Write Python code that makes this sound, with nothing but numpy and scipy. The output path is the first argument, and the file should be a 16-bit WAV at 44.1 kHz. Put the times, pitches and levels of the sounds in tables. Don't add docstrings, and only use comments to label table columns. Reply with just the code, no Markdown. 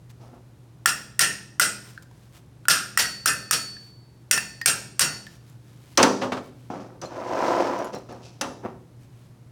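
import sys
import numpy as np
from scipy import signal
from scipy.fft import rfft, irfft
from scipy.io import wavfile
from scipy.ndimage import uniform_filter1d

SR = 44100
rng = np.random.default_rng(int(sys.argv[2]) if len(sys.argv) > 2 else 0)


def ratio_of_db(decibels):
    return 10 ** (np.asarray(decibels, float) / 20)


def int16_out(signal):
    q = np.round(np.clip(np.atleast_2d(signal).T, -1, 1) * 32767)
    wavfile.write(sys.argv[1], SR, q.astype(np.int16))


N = 419391

# (frequency [Hz], relative density [dB per Hz])
STEEL_NOISE = [(290, -26), (500, -13.5), (1130, -16.5), (1370, -6.5), (1810, -7), (2070, -13), (2690, -5.5),
               (3710, -9.5), (5590, -1.5), (6380, -10), (8420, -10.5), (15300, -16), (16500, -46.5)]
# (frequency [Hz], relative level [dB], t60 before scaling [s])
BENCH_MODES = [(199.5, -7.5, 0.68), (252.5, 4.5, 0.36), (296, -0.5, 0.26), (382, -12, 0.45), (546, 6, 0.34),
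               (746, -17.5, 0.45), (968, -13, 0.21), (1210, 0.5, 0.24), (1360, -14, 0.47),
               (1410, -10.5, 0.19), (1335, -16, 0.3), (1540, -9.5, 0.2), (1772, -26.5, 0.9),
               (2083, -31, 0.3)]


def evened(x):
    return x / np.sqrt(np.mean(x ** 2) + 1e-20)


def read(points, hz):
    f, value = np.transpose(points)
    return np.interp(np.log(hz + 1), np.log(f + 1), value)


def add(mix, s, sound):
    part = mix[round(s * SR):][:len(sound)]
    part += sound[:len(part)]


def colour(x, points):
    gain = ratio_of_db(read(points, np.fft.rfftfreq(len(x), 1 / SR)))
    return evened(irfft(rfft(x) * gain, len(x)))


def fade(x, t60s):
    hz, t, z = signal.stft(x, SR, nperseg=256)
    t60 = np.maximum(read(t60s, hz), 0.01)[:, None]
    return signal.istft(z * ratio_of_db(-60 * t / t60), SR, nperseg=256)[1][:len(x)]


def ring(modes, t):
    hz, db, t60 = np.transpose(modes)[..., None]
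    phase, luck = rng.random((len(hz), 2)).T[..., None]
    shift_db = 7 * (luck - 0.5)
    return ratio_of_db(db + shift_db - 60 * t / t60) * np.sin(2 * np.pi * (hz * t + phase))


def flutter(shape, taps):
    slow = uniform_filter1d(uniform_filter1d(rng.standard_normal(shape), taps), taps)
    return evened(slow)


def grains(per_s, spread_db, size):
    large = np.minimum(rng.exponential(1, size), 3)
    return (rng.random(size) < per_s / SR) * rng.standard_normal(size) * ratio_of_db(spread_db * large)


def puller_modes(clank, t):
    # (frequency before detuning [Hz], relative level [dB], t60 [s])
    upper = [(1380, -6, 0.25), (1479, -8, 0.22), (1593, -7, .26), (1699, -6.5, 0.16), (1798, -5, .22),
             (2028, -13, .3), (2480, -13, 0.28), (2575, -8, 0.21), (2758, -6.5, 0.23), (3290, -13, 0.097),
             (4980, -13, 0.14), (5470, -7, 0.29), (5640, -4.5, .2), (5670, -8.5, 0.13), (6110, -8, .12),
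             (6700, -15, 0.33), (6950, -3.5, 0.17), (6830, -15.5, 0.067), (7500, -5.5, .12),
             (8160, -4, 0.2), (8560, 0, 0.12), (8500, -1.5, 0.091), (9260, -2, 0.081), (9220, -5.5, 0.11),
             (9940, -6, 0.11), (11100, -6.5, 0.12), (12300, -12.5, .07), (12700, -14.5, 0.07),
             (13800, -12.5, .09)]
    low_hz, low_db, second_hz, second_db = clank
    clank_t60, upper_db = 0.089, 5
    rows = [(low_hz, low_db, clank_t60), (second_hz, second_db, clank_t60)]
    detune = 1 + 0.007 * (rng.random(len(upper)) - 0.5)
    rows += [(hz * k, db + upper_db, t60) for (hz, db, t60), k in zip(upper, detune)]
    modes = ring(rows, t)
    return modes * (1 + 1.2 * np.minimum(t / 0.016, 1) * flutter(modes.shape, taps=100))


def blow(modes, t):
    crack = colour(rng.standard_normal(len(t)), STEEL_NOISE) * ratio_of_db(7.5 - 60 * t / 0.054)
    contact = ratio_of_db(-60 * t / 0.035) + ratio_of_db(-22.5)
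    snap = np.diff(rng.standard_normal(len(t) + 1)) * ratio_of_db(3.5 - 60 * t / 0.019)
    onset = np.minimum(t / 0.00097, 1) ** 2
    return ((modes.sum(0) + crack) * contact + snap) * onset


def clatter(modes, ring_db, t60, t):
    # (frequency [Hz], relative density [dB per Hz])
    thud_spectrum = [(70, -8), (160, 4.5), (210, -1), (400, -3.5), (900, -8), (2500, -48.5)]
    # (frequency [Hz], t60 of the band fade [s])
    treble_loss = [(2000, 2.3), (8000, 0.75), (16000, .2)]
    shaking = np.minimum(t / 0.016, 1) * ratio_of_db(-60 * t / t60)
    impacts = grains(3000, 1.3, len(t)) * shaking
    shaken = signal.fftconvolve(modes, impacts[None], axes=1)[:, :len(t)]
    shaken *= (abs(modes).max(1) / abs(shaken).max(1))[:, None]
    wash = fade(colour(grains(12000, 0.68, len(t)), STEEL_NOISE), treble_loss) * shaking
    drone = ratio_of_db(-10.5 - 60 * t / 1.4) * np.sin(2 * np.pi * 203 * t) * np.sin(np.pi * t / t[-1])
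    thud = colour(rng.standard_normal(len(t)), thud_spectrum)
    thud *= ratio_of_db(-60 * t / 0.5) * (1 - np.exp(-t / 0.019))
    return ratio_of_db(ring_db) * shaken.sum(0) + wash + ratio_of_db(-22) * (thud + drone)


def puller():
    # (time [s], blow gain [dB], clatter gain [dB], ring gain in the clatter [dB], clatter t60 [s])
    blows = [(0.858, -19.5, -14, -21.5, 0.16), (1.1921, -19, -10.5, -18, .21),
             (1.5967, -20, -12, -20, 0.21), (2.6831, -19.5, -10.5, -20, 0.28),
             (2.974, -23, -12, -24.5, 0.24), (3.258, -22, -11.5, -18.5, 0.12),
             (3.5098, -23, -13.5, -22, 0.19), (4.3109, -18.5, -12, -19.5, 0.11),
             (4.6588, -18.5, -9.5, -22, 0.15), (4.9933, -22, -8, -22, 0.14)]
    # (low frequency [Hz], relative level [dB], second frequency [Hz], relative level [dB])
    clanks = [(1380, 12, 1787, 12.5), (1350, 1.5, 1833, 11.5), (1423, 14, 2000, 8.5), (1410, 14, 1696, 6),
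              (1338, 8.5, 1906, 16.5), (1320, 8, 1500, 1.4), (1286, 10.5, 3500, -11.5),
              (1483, -3, 2031, 1.9), (1480, -3.5, 2300, 2.5), (1620, 1.5, 1100, 0.5)]
    out, t = np.zeros(N), np.arange(SR // 2) / SR
    for (s, db, clatter_db, ring_db, t60), clank in zip(blows, clanks):
        modes = puller_modes(clank, t)
        add(out, s, ratio_of_db(db) * blow(modes, t))
        add(out, s + 0.008, ratio_of_db(clatter_db) * clatter(modes, ring_db, t60, t))
    return out


def hammer_head():
    # (time [s], level before rise and decay [dB], stopped after [s])
    songs = [(2.977, -27, 0.32), (3.259, -33, 0.57), (3.518, -26, .68), (4.33, -37.5, 0.47),
             (4.67, -48, 0.41), (5.0, -30.5, 0.17)]
    free_t60, stopped_t60, rise_s = 0.85, 0.3, 0.025
    out, t = np.zeros(N), np.arange(SR) / SR
    tone = (1 - np.exp(-t / rise_s)) * np.sin(2 * np.pi * 4484 * t)
    for s, db, held in songs:
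        stopping_db = -60 * np.maximum(t - held, 0) / stopped_t60
        add(out, s, ratio_of_db(db - 60 * t / free_t60 + stopping_db) * tone)
    return out


def bench():
    # (time [s], boom gain [dB], tick gain [dB], rise time constant [s], damping [divides t60])
    knocks = [(5.974, -4, -7.5, 0.019, 1.1), (6.028, -9.5, -4.5, .0024, 1.1), (6.213, -18, -47, 0.012, 1.2),
              (6.32, -22.5, -39, 0.0011, 1.39), (6.368, -28.5, -48, 0.0035, 1.8),
              (7.015, -36.5, -35, 0.0038, 1.8), (8.088, -44, -79, 0.011, 0.75),
              (8.411, -26.5, -18, 0.0011, 0.78)]
    # (frequency [Hz], relative density [dB per Hz])
    sheet_spectrum = [(47, -57.5), (80, -4.5), (265, -1.5), (361, 0.5), (538, 2.5), (588, -1.5),
                      (1090, 1.5), (2780, -7), (5900, -19.5), (16000, -47)]
    # (frequency [Hz], t60 before damping [s])
    sheet_t60 = [(100, 0.23), (500, 0.45), (2000, 0.13), (8000, 0.27)]
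    out, t, hz = np.zeros(N), np.arange(SR // 2) / SR, 6330
    tick_spectrum = [(300, -30), (hz * 0.58, -12), (hz, 0), (hz, -8), (16000, -34)]
    for s, db, tick_db, rise, damping in knocks:
        damped = [(f, t60 / damping) for f, t60 in sheet_t60]
        wash = fade(colour(rng.standard_normal(len(t)), sheet_spectrum), damped)
        modes = [(f, g, 1.4 * t60 / damping) for f, g, t60 in BENCH_MODES]
        boom = ratio_of_db(-14.5) * ring(modes, t).sum(0)
        rising = 1 - np.exp(-t / max(rise, 1e-4))
        tick = colour(rng.standard_normal(len(t)), tick_spectrum)
        tick *= ratio_of_db(tick_db - 60 * t / 0.041) * (1 - np.exp(-t / 0.00054))
        add(out, s, ratio_of_db(db) * (wash + boom) * rising + tick)
    return out


def drags():
    # (time [s], level [dB])
    pull_points = [(7.08, -42), (7.458, -23.5), (7.632, -25), (7.876, -35), (7.92, -35)]
    # (start [s], rise [s], t60 [s], level [dB], grit relative to it [dB])
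    bursts = [(.18, 0.035, 0.67, -50, -15), (.32, 0.014, .22, -47, -33), (6.699, .004, 0.69, -31.5, -21.5),
              (6.791, 0.017, 0.188, -59, 1), (7.015, .025, 0.17, -32, -13), (8.086, .004, 0.63, -39.5, -16),
              (8.2, 0.052, 0.42, -60, 9.5), (7.914, 0.023, 0.258, -32, -13.5),
              (8.47, .015, 0.35, -41, -21.5), (8.618, .035, 0.26, -30.5, -27)]
    # (frequency [Hz], bandwidth [Hz], relative level [dB])
    tool_modes = [(359.7, 55, -1), (677, 90, -1.5), (1014, 59, -3)]
    # (frequency [Hz], relative density [dB per Hz])
    rumble_spectrum = [(53, -52), (90, -12), (311, -1), (368, 0.5), (455, -2.5), (497, 0.5), (665, -4),
                       (804, -2.5), (972, -13.5), (1300, -19.5), (1690, -46), (2860, -120)]
    scrape_spectrum = [(500, -14), (1100, 0), (1700, -5.5), (3200, -19.5), (6000, -40.5)]
    grit_spectrum = [(1470, -21.5), (2500, 2), (3630, -2.5), (5440, 1.5), (6250, -1), (6860, -5.5),
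                     (13900, -29), (16000, -41)]

    at, db = np.transpose(pull_points)
    t = np.arange(N) / SR
    ends = np.clip(np.minimum(t - at[0], at[-1] - t) / 0.04, 0, 1)
    pull = ratio_of_db(np.interp(t, at, db)) * ends
    brief, gritty = np.zeros(N), ratio_of_db(-18) * pull
    t = np.arange(SR // 2) / SR
    for s, rise, t60, db, grit_db in bursts:
        burst = ratio_of_db(db - 60 * np.maximum(t - rise, 0) / t60) * np.minimum(t / rise, 1) ** 2
        add(brief, s, burst)
        add(gritty, s, ratio_of_db(grit_db) * burst)

    slips = grains(2000, 1.0, N)
    response = sum(ratio_of_db(-60 * t / 0.067) * np.sin(2 * np.pi * f * t) for f, _, _ in BENCH_MODES)
    sheet = signal.oaconvolve(slips, response)[:N]
    rumble = colour(evened(slips) + 0.2 * evened(sheet), rumble_spectrum)
    singing = sum(ratio_of_db(g - 27 * width * t) * np.sqrt(width) * np.sin(2 * np.pi * f * t)
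                  for f, width, g in tool_modes)
    tool = ratio_of_db(-2.5) * evened(signal.oaconvolve(slips, singing)[:N])
    weight = signal.butter(2, 394, "highpass", fs=SR, output="sos")
    pressed = signal.sosfilt(weight, rumble + tool)
    scrape = (ratio_of_db(-6) * pull + ratio_of_db(-12) * brief) * colour(slips, scrape_spectrum)
    grit = gritty * colour(grains(4000, 0.83, N), grit_spectrum)
    jerks = ratio_of_db(0.6 * flutter(N, taps=900))
    return jerks * (pull * pressed + brief * rumble + scrape + grit)


def ticks():
    # (time [s], click gain [dB], ring gain [dB], ring frequency [Hz])
    taps = [(.101, -58, -65, 2400), (1.976, -46.5, -27.5, 1572), (2.024, -47, -58, 7370),
            (2.112, -51, -45, 970), (2.654, -39.5, -29, 1450), (3.766, -49.5, -38.5, 1735),
            (4.377, -17, -10.5, 1780), (4.38, -27.5, -21, 2642), (4.614, -27.5, -18.5, 1850),
            (5.267, -38.5, -32, 1760), (5.498, -51.5, -66.5, 7600), (7.017, -48.5, -34.5, 6020),
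            (7.054, -59, -43, 4170), (7.054, -59, -48, 7100), (7.789, -45, -40, 5850),
            (7.845, -41.5, -48, 6960), (7.846, -52, -48, 11240), (7.945, -50.5, -39, 5600),
            (7.949, -43.5, -46, 7200), (7.954, -63, -46, 4120), (7.985, -50.5, -56, 5950),
            (8.125, -50, -56, 5470), (8.413, -38.5, -34, 10360), (8.414, -25.5, -29, 2698),
            (4.616, -38, -36, 4840)]
    # (ring frequency [Hz], t60 [s])
    ring_t60 = [(1500, 0.034), (4000, 0.11), (10000, 0.074)]
    overtone, overtone_db = 2.7, -21.5
    out, t = np.zeros(N), np.arange(SR // 4) / SR
    for s, click_db, ring_db, hz in taps:
        click_spectrum = [(300, -21), (hz, 0), (2.6 * hz, -8), (22000, -26)]
        click = colour(rng.standard_normal(len(t)), click_spectrum) * ratio_of_db(click_db - 60 * t / 0.018)
        tone = np.sin(2 * np.pi * hz * t)
        if hz * overtone < SR / 3:
            tone += ratio_of_db(overtone_db) * np.sin(2 * np.pi * hz * overtone * t)
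        envelope = ratio_of_db(ring_db - 60 * t / read(ring_t60, hz)) * (1 - np.exp(-t / 0.001))
        beats = 1 + 0.5 * np.minimum(t / 0.0026, 1) * flutter(len(t), taps=90)
        add(out, s, click + envelope * tone * beats)
    return out


def crackling_swells():
    # (centre [s], peak level [dB], half length [s])
    swells = [(0.106, -51, 0.0092), (0.253, -65.5, 0.047), (0.348, -68, 0.011), (.62, -74.5, 0.046),
              (1.884, -53, 0.07), (2.031, -54, 0.0076), (2.221, -64, 0.11), (2.364, -53.5, 0.027),
              (2.641, -69, .015), (3.85, -61.5, 0.073), (4.22, -74, 0.029), (5.324, -58, .06),
              (5.491, -62, 0.059), (5.7, -63.5, .09), (5.91, -58, 0.11), (6.455, -58, 0.034),
              (6.631, -63.5, 0.097), (9.03, -62.5, 0.028), (9.208, -66, .11)]
    # (frequency [Hz], relative density [dB per Hz])
    crackle_spectrum = [(300, -8), (1000, 7.5), (4000, 4.5), (10000, -1), (16000, -7)]
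    t = np.arange(N) / SR
    level = sum(ratio_of_db(db) * np.exp(-((t - s) / half) ** 2) for s, db, half in swells)
    return level * colour(grains(6000, 2.2, N), crackle_spectrum)


def room(x):
    # (frequency [Hz], t60 [s])
    room_t60 = [(200, 1), (700, 0.53), (2000, 0.51), (5000, 0.58), (12000, 0.42)]
    taps = np.zeros(SR)
    at = np.arange(440, SR - 20, 20)
    taps[at + rng.integers(0, 20, len(at))] = rng.choice([-1., 1.], len(at))
    tail = fade(taps, room_t60)
    return signal.oaconvolve(x, tail / np.linalg.norm(tail))[:N]


def background():
    # (frequency [Hz], relative density [dB per Hz])
    air = [(12, -43.5), (20, -10), (65, -7.5), (96, -10.5), (123, -3.5), (172, -10.5), (216, -17),
           (337, -17), (410, -22.5), (1060, -32), (2910, -41), (3740, -41), (10800, -46.5), (16000, -53.5)]
    hum = ratio_of_db(-48.5 + 0.57 * flutter(N, taps=2500)) * np.sin(2 * np.pi * 119.7 * np.arange(N) / SR)
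    return ratio_of_db(-50.5) * colour(rng.standard_normal(N), air) + hum


def scene():
    steel = puller() + hammer_head()
    table = bench() + drags() + ticks() + crackling_swells()
    reverberant = room(ratio_of_db(-11) * steel + ratio_of_db(-13) * table)
    return (steel + table + reverberant + background())[None]


def band_limit(x):
    return signal.sosfilt(signal.butter(12, 17090, fs=SR, output="sos"), x)


def record(dry):
    thin = signal.sosfilt(signal.butter(2, 70, "highpass", fs=SR, output="sos"), dry)
    mix = 0.9 * np.tanh(thin / 0.93)
    return band_limit(mix)


dry = scene()
out = record(dry)
int16_out(out)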